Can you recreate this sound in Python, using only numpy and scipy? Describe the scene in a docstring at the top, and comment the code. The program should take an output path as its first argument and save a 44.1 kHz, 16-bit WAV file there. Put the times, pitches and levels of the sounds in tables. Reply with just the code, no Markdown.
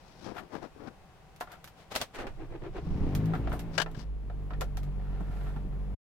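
"""Small car, cold start from inside

Inside a small car: a hand shifts on the microphone, a key goes into the ignition and the lock is turned.
The starter cranks four strokes; the four-cylinder engine catches, flares and sinks to idle.
The key bunch knocks and jingles against the steering column; the sound stops abruptly.
The engine is sums of firing orders and throbbing noise; contacts are noise bursts, swells and resonances."""
import sys
import numpy as np
from scipy import signal
from scipy.fft import rfft, irfft, next_fast_len
from scipy.io import wavfile

SR = 44100
rng = np.random.default_rng(int(sys.argv[2]) if len(sys.argv) > 2 else 0)


def persist_wave(psi):
    """Save psi, clipped to +-1, as 16-bit WAV."""
    counts = np.round(np.clip(psi, -1, 1) * 32767).astype(np.int16)
    wavfile.write(sys.argv[1], SR, np.atleast_2d(counts).T)


N = 267682
TIME = np.arange(N) / SR

# All levels in the tables are relative: the mix trims them further. 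Left-right levels are positive to the left.
# Lengths are half-widths of a bell-shaped swell; tilts act between 200 Hz and 10 kHz.

# Spectra of the noises, scaled to unit power when used: (frequency [Hz], level per Hz [dB])
HUSH_SPECTRUM = [(20, -3), (55, -4), (100, -10), (175, -7), (230, -18), (750, -17), (1200, -22),
                 (3000, -30), (16000, -48)]
SKIN_SPECTRUM = [(100, -5), (300, 1), (600, -4.5), (1400, -13.5), (3000, -28), (5500, -30.5), (7000, -42),
                 (16000, -55)]
CLOTH_SPECTRUM = [(900, -5), (2200, -11.5), (5600, -7.5), (6800, -17.5), (16000, -34)]
SLEEVE_HISS_SPECTRUM = [(1000, -20), (13000, 6), (16000, -10)]
MICROPHONE_CASE_SPECTRUM = [(150, -20), (662, -3.5), (1420, -6), (2300, -11), (4700, -12), (16000, -36.5)]
BUMP_SPECTRUM = [(40, -3), (90, -6.5), (170, 5.5), (400, -9), (900, -16), (3000, -52)]
PLASTIC_SPECTRUM = [(210, -10), (350, 3.5), (719, 7), (1190, -1), (3570, -13.5), (7650, -34), (13000, -62)]
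METAL_SPECTRUM = [(710, -11.5), (1200, -7.5), (4000, -11.5), (10400, -19.5), (13000, -14), (16000, -29)]
LOCK_SPECTRUM = [(150, -10), (366, -12), (570, -4.5), (1050, -9.5), (3970, -11), (16000, -28)]
PINION_SPECTRUM = [(120, -59), (200, -9.5), (373, -2.5), (1650, -13), (2050, -15), (11900, -44.5),
                   (16000, -48)]
STARTER_SPECTRUM = [(130, -66), (220, -14.5), (334, 7), (562, -9), (1010, -14.5), (1270, -22), (2370, -25),
                    (12000, -68), (22000, -120)]
SHAKE_SPECTRUM = [(12, -18), (22, 24.5), (33, 25), (55, -7.5), (120, -41.5)]
COMBUSTION_SPECTRUM = [(40, -28), (85, -5), (140, 1.5), (200, -8), (400, -15.5), (600, -35), (1200, -77)]
CLATTER_SPECTRUM = [(200, -1.5), (450, 7.5), (750, 7.5), (1500, -3.5), (2600, -8), (5600, -24),
                    (7000, -28.5), (15000, -59)]

# Diffuse sound in the cabin: (frequency [Hz], left-right likeness [0 to 1, below 0 counts as 0])
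LIKENESS = [(100, 0.96), (300, 0.79), (1000, 0.59), (8000, -0.51)]
# Hollows of the cabin that colour its hush: (frequency [Hz], width [Hz], level [dB])
HOLLOWS = [(766, 24, 3), (2570, 58, -6)]
# Well damped microphone case: (frequency [Hz], width [Hz], level [dB])
MICROPHONE_CASE_MODES = [(660, 60, -9), (1640, 110, -0.5), (2960, 150, -7.5)]
# Column trim: (frequency [Hz], width [Hz], level [dB])
TRIM_MODES = [(735, 54, -5), (997, 21, -12.5), (1374, 123, 1), (1733, 145, -4.5)]
# Key swinging free: (frequency [Hz], width [Hz], level [dB])
KEY_MODES = [(9000, 78, 17.5), (13300, 80, 8), (14560, 220, 8)]
# Engine on its mounts: (frequency [Hz], level [dB], t60 [s])
MOUNT_MODES = [(31, 4, 0.22)]
# Cabin air that the first firings set ringing: (frequency [Hz], level [dB], t60 [s])
CABIN_AIR_MODES = [(167.3, -7.5, 0.31), (81.2, -0.5, 0.26), (277, -6, 0.071)]
# What the cabin passes of the upper engine orders: (frequency [Hz], level [dB])
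DRONE = [(100, 5.5), (192, 8), (222, -7), (268, -3), (325, -8), (385, -8), (432, -1), (475, -12),
         (525, -7.5), (600, -20)]

# High treble of nearby sounds, stronger on the right at first, nearly even from 4.5 s:
# (time [s], left-right level [dB])
TREBLE_SIDE = [(3.7, -9), (4.5, -1)]
# Fingers rubbing beside the left microphone port: (time [s], length [s], level [dB], tilt [dB per octave])
RUBS = [(0.288, 0.066, -46.5, -1), (0.366, 0.12, -53.5, 0), (0.556, 0.051, -45.5, 0.5),
        (0.641, 0.043, -49, 0.5), (0.84, 0.099, -52, -0.5), (0.88, 0.013, -47, 0.5)]
# The fingers catch and let go as they rub: (time [s], level [dB])
CATCHES = [(.533, -38), (.553, -30), (.650, -40)]
# The grip creaking on the microphone case: (time [s], level [dB], tilt [dB per octave])
CREAKS = [(3.7792, -11.5, 0.5), (3.7995, -15.5, -0.5), (3.816, -17.5, 2), (3.947, -37.5, -1.5)]
# Soft bumps through the car body: (time [s], level [dB])
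BUMPS = [(5.2065, -30.5), (5.562, -37.5)]
# Cloth swishing: (time [s], length [s], level [dB])
SWISHES = [(.12, 0.27, -63.5), (.26, 0.081, -54), (3.755, 0.032, -50), (4.0, 0.048, -52)]
# Sleeve sliding over the column trim:
# (time [s], length [s], level [dB], hiss level [dB], left-right level without the hiss [dB])
SLIDES = [(0.384, 0.038, -33.5, -58, 9.5), (1.531, 0.056, -44, -68, 4.5), (5.151, 0.21, -48, -77, 1),
          (5.419, 0.23, -45, -65.5, 0.5)]

# Key fob and hand knocking on the column trim:
# (time [s], level [dB], tilt [dB per octave], pitch of the spot [Hz])
KNOCKS = [(1.408, -24.5, 0.4, 1040), (1.473, -42, 1.5, 1250), (3.336, -26, 0, 1380),
          (3.352, -32, 2.5, 1520), (3.473, -28.5, 0.5, 660), (3.518, -30, 2, 1379),
          (3.532, -27.5, -3, 1380), (3.861, -30.5, 0, 1020), (4.299, -41.5, 0.5, 746),
          (4.506, -33.5, 0, 1290), (4.534, -38.5, 3, 1750), (4.615, -24.5, 0, 516), (4.775, -44, -1, 755.7),
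          (5.468, -43, 2.5, 1450), (5.562, -39, 0.5, 870), (5.726, -44.5, -1, 1800)]
# Keys clicking on each other: (time [s], level [dB])
TICKS = [(1.362, -46.5), (1.4034, -39), (1.4092, -32), (1.5184, -39.5), (1.6428, -35), (1.6754, -39.5),
         (3.1508, -27), (3.2571, -41), (3.5932, -32), (3.914, -48.5), (3.975, -55), (4.6094, -26.5),
         (4.7711, -33), (4.832, -42)]
# The lock's springs and detents and the dashboard latches snap over: (time [s], level [dB])
CLACKS = [(1.9525, -23.5), (1.960, -18.5), (2.014, -21), (4.617, -37)]
# The key grinds over the lock's pins as it seats and turns: (time [s], length [s], level [dB])
CRUNCHES = [(1.805, 0.053, -56.5), (1.922, 0.015, -39.5), (1.96, 0.041, -41), (2.018, 0.023, -37)]
# One key swinging free: (time [s], level [dB])
JINGLES = [(3.338, -59), (3.495, -61), (3.527, -52.5)]

# Starter pinion grinding into the ring gear, duller as it seats:
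# (time [s], length [s], level [dB], tilt [dB per octave])
MESHING = [(2.159, 0.024, -44, 3), (2.203, 0.046, -38.5, 0.5), (2.247, 0.025, -38.5, -4)]
# The pinion strikes the ring gear, slams home and lashes as the engine overtakes it: (time [s], level [dB])
SLAMS = [(2.14, -50.5), (2.187, -37), (2.268, -35.5), (2.766, -43)]
# The starter spins free as the engine overtakes it: (time [s], length [s], level [dB])
WHIRRS = [(2.98, 0.53, -59.5)]

# Engine speed while cranking and catching: (time [s], firing rate [per s])
CRANK_SPEED = [(2.7, 9.6), (2.82, 21.7), (3.03, 33.7)]
# Engine speed once running: (time [s], firing rate [per s])
RUN_SPEED = [(3.08, 45), (3.2, 52), (3.32, 54.4), (3.49, 57), (3.62, 56.6), (3.91, 53.7), (4.42, 49.2),
             (5.2, 47.3), (5.9, 48.9)]
# Load on the engine (cranking, flare, throttling back, idle): (time [s], level [dB])
LOAD = [(2.78, -57.5), (2.88, -45), (3.05, -41), (3.3, -40), (3.72, -45), (4.15, -56.5), (4.45, -50.5),
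        (5.9, -49.5)]
# Boom in the cabin at one, two and three times the firing rate; the third swells in the flare:
# (time [s], first level [dB], second level [dB], third level [dB])
BOOM = [(2.95, -59, -43, -44), (3.08, -49, -47, -45), (3.15, -33, -33.5, -29), (3.3, -50, -35, -29.5),
        (3.39, -37, -40.5, -39.5), (3.5, -34.5, -44, -49.5), (3.75, -53.5, -47, -42),
        (3.9, -58, -77, -46.5), (4.07, -37, -61, -48), (4.2, -37.5, -56, -57), (4.4, -36, -46.5, -45),
        (5.9, -35.5, -56, -47.5)]
# First uneven firings: (time [s], kick to the mounts [dB], thud into the cabin [dB])
FIRINGS = [(2.851, -46, -39), (2.870, -52, -30), (2.908, -25.5, -39), (2.947, -47, -27),
           (3.008, -23.5, -29), (3.036, -27.5, -27.5), (3.068, -27, -29), (3.1, -42, -41)]

# Cabin and microphone
HUSH_DB, CABIN_T60_S, STOP_S = -62.5, 0.11, 5.948
TREBLE_HZ, PORT_LEAK_HZ, CUTOFF_HZ = 8650, 54, 16000

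# Hand, keys and lock; each creak catches again after a gap, at a changed level
CREAK_T60_S, TICK_T60_S, CLACK_T60_S = 0.045, 0.011, 0.045
RESLIP_S, RESLIP_DB = 0.0045, -3.5
KNOCK_WIDTH_HZ, KNOCK_RING_DB = 160, -4

# Compression strokes load the starter, each harder and higher than the one before
ENGAGE_S = 2.16
FIRST_STROKE_S, STROKE_GAP_S, STROKE_LENGTH_S = 2.424, 0.117, 0.047
FIRST_STROKE_DB, STROKE_GAIN_DB, STROKE_TILT_DB = -40.5, 1.64, 1.5
STROKE_RISE = 0.0488   # share by which the pitch climbs with each stroke
GEAR_HZ, GEAR_DB, GEAR_SAG_HZ_PER_S = 327, -7, 390   # pitch in the middle of the second stroke

# Engine
FIRST_BOOM_DB, BURN_DB, DRONE_DB, CLATTER_DB = 3, 2, -6.5, -7.5
ORDER_WAVER_DB, DRONE_WAVER_DB, DRONE_JITTER = 1.1, 2, .02
ORDER_SCATTER = 0.57   # the orders leave each firing in step; the cabin scatters their phases [radians]
# The engine rocks more on its mounts once it idles
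SHAKE_DB, IDLE_SHAKE_DB, SETTLE_S, SETTLE_LENGTH_S = 4, 6.5, 3.52, 0.36
# Half orders at full load [dB], and their fall per dB of load taken off
UNEVEN_DB, UNEVEN_FALL = -14, 0.7
# The intake growls: orders near its pitch gain extra dB per dB of load above idle
INTAKE_SWELL, INTAKE_HZ, INTAKE_WIDTH_HZ = 1.1, 295, 90


def from_db(db):
    """Decibels to gain."""
    return 10 ** (np.asarray(db) / 20)


def rms_one(x):
    """Scale to unit power."""
    return x / np.sqrt(np.mean(x ** 2) + 1e-20)


def in_time(rows):
    """Each column of a curve at every sample."""
    times, *columns = np.transpose(rows)
    return [np.interp(TIME, times, column) for column in columns]


def at_hz(points, hz):
    """Read a spectrum on a log-frequency axis."""
    point_hz, level_db = np.array(points).T
    return np.interp(np.log(hz + 1e-3), np.log(point_hz), level_db)


def panned(pan_db):
    """Left and right gains, positive to the left."""
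    return from_db(np.array([[.5], [-.5]]) * pan_db)


def drift(rate):
    """Random wander of spread 1, with a new target `rate` times a second."""
    knots = rng.standard_normal(4000)
    return rms_one(np.interp(TIME * rate, np.arange(len(knots)), knots))


def noise(size):
    """Diffuse stereo noise, alike at both ports in the bass and unrelated in the treble."""
    mid, side = rfft(rng.standard_normal((2, size)))
    alike = np.clip(at_hz(LIKENESS, np.fft.rfftfreq(size, 1 / SR)), 0, 1)
    common = np.sqrt((1 + alike) / 2) * mid
    opposed = np.sqrt((1 - alike) / 2) * side * [[1], [-1]]
    return irfft(common + opposed, size)


def colour(x, spectrum, tilt_db=0):
    """Causal (minimum-phase) filter of unit power gain, tilted in dB per octave."""
    size = 2 * next_fast_len(x.shape[-1] // 2 + 1)
    hz = np.fft.rfftfreq(size, 1 / SR)
    octaves = np.log2(np.clip(hz, 200, 10000))
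    gain = rms_one(from_db(at_hz(spectrum, hz) + tilt_db * octaves))
    # folding the cepstrum to positive time gives the minimum phase
    cepstrum = irfft(np.log(gain + 1e-6))[:size // 2]
    cepstrum[1:] *= 2
    response = np.exp(rfft(cepstrum, size))
    return irfft(rfft(x, size) * response)[:, :x.shape[-1]]


def resonate(x, hz, width_hz):
    """A resonance of gain 1 on top."""
    r = np.exp(-np.pi * width_hz / SR)
    zeros = np.array([1, 0, -1]) * (1 - r * r) / 2
    poles = [1, -2 * r * np.cos(2 * np.pi * hz / SR), r * r]
    return signal.lfilter(zeros, poles, x + 1e-18)


def through(x, modes):
    """Resonances in parallel."""
    return sum(from_db(db) * resonate(x, hz, width) for hz, width, db in modes)


def add(out, s, sound):
    """Mix a short sound in at time s."""
    at = max(0, round(s * SR))
    out[:, at:at + sound.shape[-1]] += sound[..., :N - at]


def blows(rows, spectrum, t60, cabin_db):
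    """Each blow is a short crack with the diffuse tail of the cabin; a third column tilts its colour."""
    out, t = np.zeros((2, N)), TIME[:SR // 4]
    for s, level_db, *tilt_db in rows:
        crack = from_db(-60 * t / t60)
        tail = from_db(cabin_db - 60 * t / CABIN_T60_S)
        burst = noise(len(t)) * np.hypot(crack, tail)
        add(out, s, from_db(level_db) * colour(burst, spectrum, *tilt_db))
    return out


def scrapes(rows, spectrum, grain_db, slips_per_s):
    """Swells of friction, each made of many uneven slips."""
    out, grain = np.zeros((2, N)), rms_one(from_db(grain_db * drift(slips_per_s)))
    for s, length, level_db, tilt_db, pan_db in rows:
        start = max(0, round((s - .25) * SR))
        span = slice(start, start + SR // 2)
        swell = np.exp(-2 * ((TIME[span] - s) / length) ** 2) * grain[span]
        rough = colour(noise(len(swell)) * swell, spectrum, tilt_db)
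        add(out, start / SR, from_db(level_db) * panned(pan_db) * rough)
    return out


def struck(rows, modes, spread_db):
    """Every blow rings all modes as dying sines, each with a strength of its own."""
    out, t = np.zeros((2, N)), TIME[:SR // 3]
    for s, level_db in rows:
        for hz, mode_db, t60 in modes:
            strength_db = level_db + mode_db + spread_db * rng.standard_normal()
            add(out, s, from_db(strength_db - 60 * t / t60) * np.sin(2 * np.pi * hz * t))
    return out


def doubled(rows, gap_s, change_db):
    """Give every contact a second one, gap_s later and changed in level."""
    return list(rows) + [(s + gap_s, level_db + change_db, *rest) for s, level_db, *rest in rows]


def voiced(rows, tilt_db, pan_db):
    """Give swells one common colour and place."""
    return [(*row, tilt_db, pan_db) for row in rows]


def at_ports(x, pan_db):
    """Place a nearby sound at the microphone ports; its high treble has a side of its own."""
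    high_pass = signal.butter(4, TREBLE_HZ, "high", fs=SR, output="sos")
    treble = signal.sosfiltfilt(high_pass, x)
    side_db, = in_time(TREBLE_SIDE)
    return (x - treble) * panned(pan_db) + from_db(-1.0) * treble * panned(side_db)


def cabin_hush():
    """The hush of the parked car: steady coloured noise, sinking in level, coloured by the cabin's hollows."""
    raised_db, = in_time([(2.2, 7.4), (4.1, 0.31)])
    hush = from_db(HUSH_DB + raised_db) * colour(noise(N), HUSH_SPECTRUM) * panned(2.85)
    return hush + through(hush, HOLLOWS)


def handling():
    """Friction at the left port and its case, cloth nearby, and bumps that come through the car body."""
    slips = doubled(CREAKS, RESLIP_S, RESLIP_DB)
    creak = blows(slips, MICROPHONE_CASE_SPECTRUM, t60=CREAK_T60_S, cabin_db=-41.0)
    ringing = through(creak, MICROPHONE_CASE_MODES)
    case = at_ports(from_db(-13.5) * creak + from_db(-3.0) * ringing, pan_db=15.0)
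    bumps = from_db(2.5) * blows(BUMPS, BUMP_SPECTRUM, t60=0.06, cabin_db=-6.5)
    rubs = scrapes([(*row, 21) for row in RUBS], SKIN_SPECTRUM, grain_db=2.0, slips_per_s=270)
    catches = from_db(-7.5) * blows(CATCHES, SKIN_SPECTRUM, t60=0.022, cabin_db=-25) * panned(27.4)
    swishes = voiced(SWISHES, tilt_db=-1.5, pan_db=14.0)
    cloth = scrapes(swishes, CLOTH_SPECTRUM, grain_db=2.5, slips_per_s=480)
    return case + bumps + rubs + catches + cloth + sleeve_slides()


def sleeve_slides():
    """The sleeve's friction sets the column trim ringing, under a hiss of the cloth."""
    slides = [(s, length, db, 2.5, pan_db) for s, length, db, _, pan_db in SLIDES]
    sleeve = scrapes(slides, PLASTIC_SPECTRUM, grain_db=2.0, slips_per_s=240)
    hisses = voiced([(s, length, db) for s, length, _, db, _ in SLIDES], tilt_db=-7, pan_db=-5)
    hiss = scrapes(hisses, SLEEVE_HISS_SPECTRUM, grain_db=2.0, slips_per_s=410)
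    return hiss + from_db(-11.5) * sleeve + from_db(-4.5) * through(sleeve, TRIM_MODES)


def keys():
    """Hollow knocks on the trim, each spot with its own pitch; bright clicks, the lock and a jingling key."""
    each_knock = [blows([row[:3]], PLASTIC_SPECTRUM, t60=0.03, cabin_db=-0.5) for row in KNOCKS]
    spots = sum(resonate(knock, row[3], KNOCK_WIDTH_HZ) for knock, row in zip(each_knock, KNOCKS))
    knocks = sum(each_knock)
    out = from_db(-11.5) * knocks + from_db(-3.5) * through(knocks, TRIM_MODES)
    out += from_db(KNOCK_RING_DB) * spots
    out += from_db(-6) * blows(TICKS, METAL_SPECTRUM, t60=TICK_T60_S, cabin_db=-6.0)
    out += from_db(-7) * blows(CLACKS, LOCK_SPECTRUM, t60=CLACK_T60_S, cabin_db=-3.5)
    crunches = voiced(CRUNCHES, tilt_db=-2, pan_db=2)
    out += scrapes(crunches, LOCK_SPECTRUM, grain_db=0.0, slips_per_s=600)
    jingle = blows(JINGLES, METAL_SPECTRUM, t60=0.26, cabin_db=-12)   # chatters into the key's modes
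    return at_ports(out + jingle + through(jingle, KEY_MODES), pan_db=1.5)


def gear_tone(s, length, level_db, pitch):
    """The hum of the starter's teeth, sagging as the compression stroke slows it."""
    t = TIME[:SR // 4] - 1 / 8
    phase = 2 * np.pi * np.cumsum(GEAR_HZ * pitch - GEAR_SAG_HZ_PER_S * t) / SR
    teeth = sum(np.sin(k * phase) / k ** 1.5 for k in range(1, 7))
    swell = np.exp(-2 * (t / length) ** 2)
    out = np.zeros((2, N))
    add(out, s + t[0], from_db(level_db + GEAR_DB) * swell * teeth)
    return out


def starter(count=4):
    """The pinion grinds in; the gears growl harder and higher on every compression stroke, and spin free."""
    growl = 0
    for k in range(count):
        level_db = FIRST_STROKE_DB + k * STROKE_GAIN_DB
        stroke = (FIRST_STROKE_S + k * STROKE_GAP_S, STROKE_LENGTH_S, level_db)
        pitch = (1 + STROKE_RISE) ** (k - 1)
        gears = [(hz * pitch, db) for hz, db in STARTER_SPECTRUM]
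        rasp = scrapes([(*stroke, STROKE_TILT_DB, 2.0)], gears, grain_db=2.5, slips_per_s=230)
        growl = growl + gear_tone(*stroke, pitch) + from_db(-3.0) * rasp
    grind = scrapes([(*row, 1.5) for row in MESHING], PINION_SPECTRUM, grain_db=1.5, slips_per_s=1000)
    spins = voiced(WHIRRS, tilt_db=-2.5, pan_db=4.0)
    whirr = scrapes(spins, CLOTH_SPECTRUM, grain_db=3.0, slips_per_s=740)   # a hiss as soft as cloth
    slams = blows(SLAMS, PINION_SPECTRUM, t60=0.12, cabin_db=-18)
    jolts = from_db(-6) * struck(SLAMS, MOUNT_MODES, spread_db=1)   # each slam rocks the engine on its mounts
    return growl + grind + slams + jolts + whirr


def first_firings():
    """Until the engine runs evenly, each firing is a separate kick to the mounts and thud in the cabin air."""
    kicks = struck([(s, db) for s, db, _ in FIRINGS], MOUNT_MODES, spread_db=1.5)
    thuds = struck([(s, db) for s, _, db in FIRINGS], CABIN_AIR_MODES, spread_db=5.0)
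    return kicks + thuds


def firing_boom(phase):
    """Cabin boom: wavering cosines at one, two and three times the firing rate."""
    first_db, second_db, third_db = in_time(BOOM)
    boom = 0
    for k, level_db in enumerate([first_db + FIRST_BOOM_DB, second_db, third_db], 1):
        waver_db = np.sqrt(k) * ORDER_WAVER_DB * drift(18)
        scatter = ORDER_SCATTER * rng.standard_normal()
        boom = boom + from_db(level_db + waver_db) * np.sqrt(2) * np.cos(k * phase + scatter)
    return boom


def order_drone(phase, rate, load_db):
    """Upper and half orders of the firing rate as the cabin passes them, with the intake's growl under load."""
    # under load the cylinders fire unequally, which puts lines half way between the firing orders
    uneven = from_db(UNEVEN_DB + UNEVEN_FALL * (load_db - load_db.max()))
    above_idle_db = np.maximum(load_db - load_db[-1], 0)
    drone = 0
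    for k in np.r_[1.5:4:1, 4:16:.5]:
        scatter = ORDER_SCATTER * np.sqrt(k) * rng.standard_normal()
        scatter = scatter + DRONE_JITTER * k * drift(40)   # higher orders are rougher
        near_intake = np.exp(-((k * rate - INTAKE_HZ) / INTAKE_WIDTH_HZ) ** 2)
        growl_db = INTAKE_SWELL * above_idle_db * near_intake
        level_db = at_hz(DRONE, k * rate) + growl_db + DRONE_WAVER_DB * drift(7.8)
        line = from_db(level_db) * np.cos(k * phase + scatter)
        drone = drone + line * (uneven if k % 1 else 1)
    return drone


def engine():
    """Firing orders follow the speed; shake, throbbing combustion, valve clatter and drone follow the load."""
    rate, = in_time(list(CRANK_SPEED) + list(RUN_SPEED))
    load_db, = in_time(LOAD)
    turns = np.cumsum(rate * (1 + 0.0021 * drift(25.4))) / SR
    phase = 2 * np.pi * turns
    firing = np.exp(1.05 * np.cos(phase)) * from_db(3.3 * drift(40))   # no two firings are equally strong
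    tappets = np.exp(0.068 * np.cos(2 * phase)) * from_db(1.0 * drift(120))
    idling = np.clip((TIME - SETTLE_S) / SETTLE_LENGTH_S, 0, 1)
    shake = from_db(SHAKE_DB + IDLE_SHAKE_DB * idling) * colour(noise(N), SHAKE_SPECTRUM)
    burn = from_db(BURN_DB) * colour(noise(N) * rms_one(firing), COMBUSTION_SPECTRUM)
    clatter = from_db(CLATTER_DB) * colour(noise(N) * rms_one(tappets), CLATTER_SPECTRUM)
    drone = from_db(DRONE_DB) * order_drone(phase, rate, load_db)
    loaded = from_db(load_db) * (shake + burn + clatter + drone)
    turning = np.clip((TIME - ENGAGE_S) * 20, 0, 1)   # silent until the starter engages
    return (firing_boom(phase) + loaded + first_firings()) * turning * panned(2.5)


def scene():
    """All sources over the hush of the parked car, ending abruptly."""
    stop = np.clip((STOP_S - TIME) / 0.0064, 0, 1)
    return (cabin_hush() + handling() + keys() + starter() + engine()) * stop


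def record(dry):
    """The microphone: its left port leaks bass, which also turns its phase; the top is cut steeply."""
    leak = signal.butter(1, PORT_LEAK_HZ, "high", fs=SR, output="sos")
    left = signal.sosfilt(leak, dry[0])
    top_cut = signal.ellip(10, .1, 70, CUTOFF_HZ, fs=SR, output="sos")
    return signal.sosfiltfilt(top_cut, [left, dry[1]])


dry = scene()
out = record(dry)
persist_wave(out)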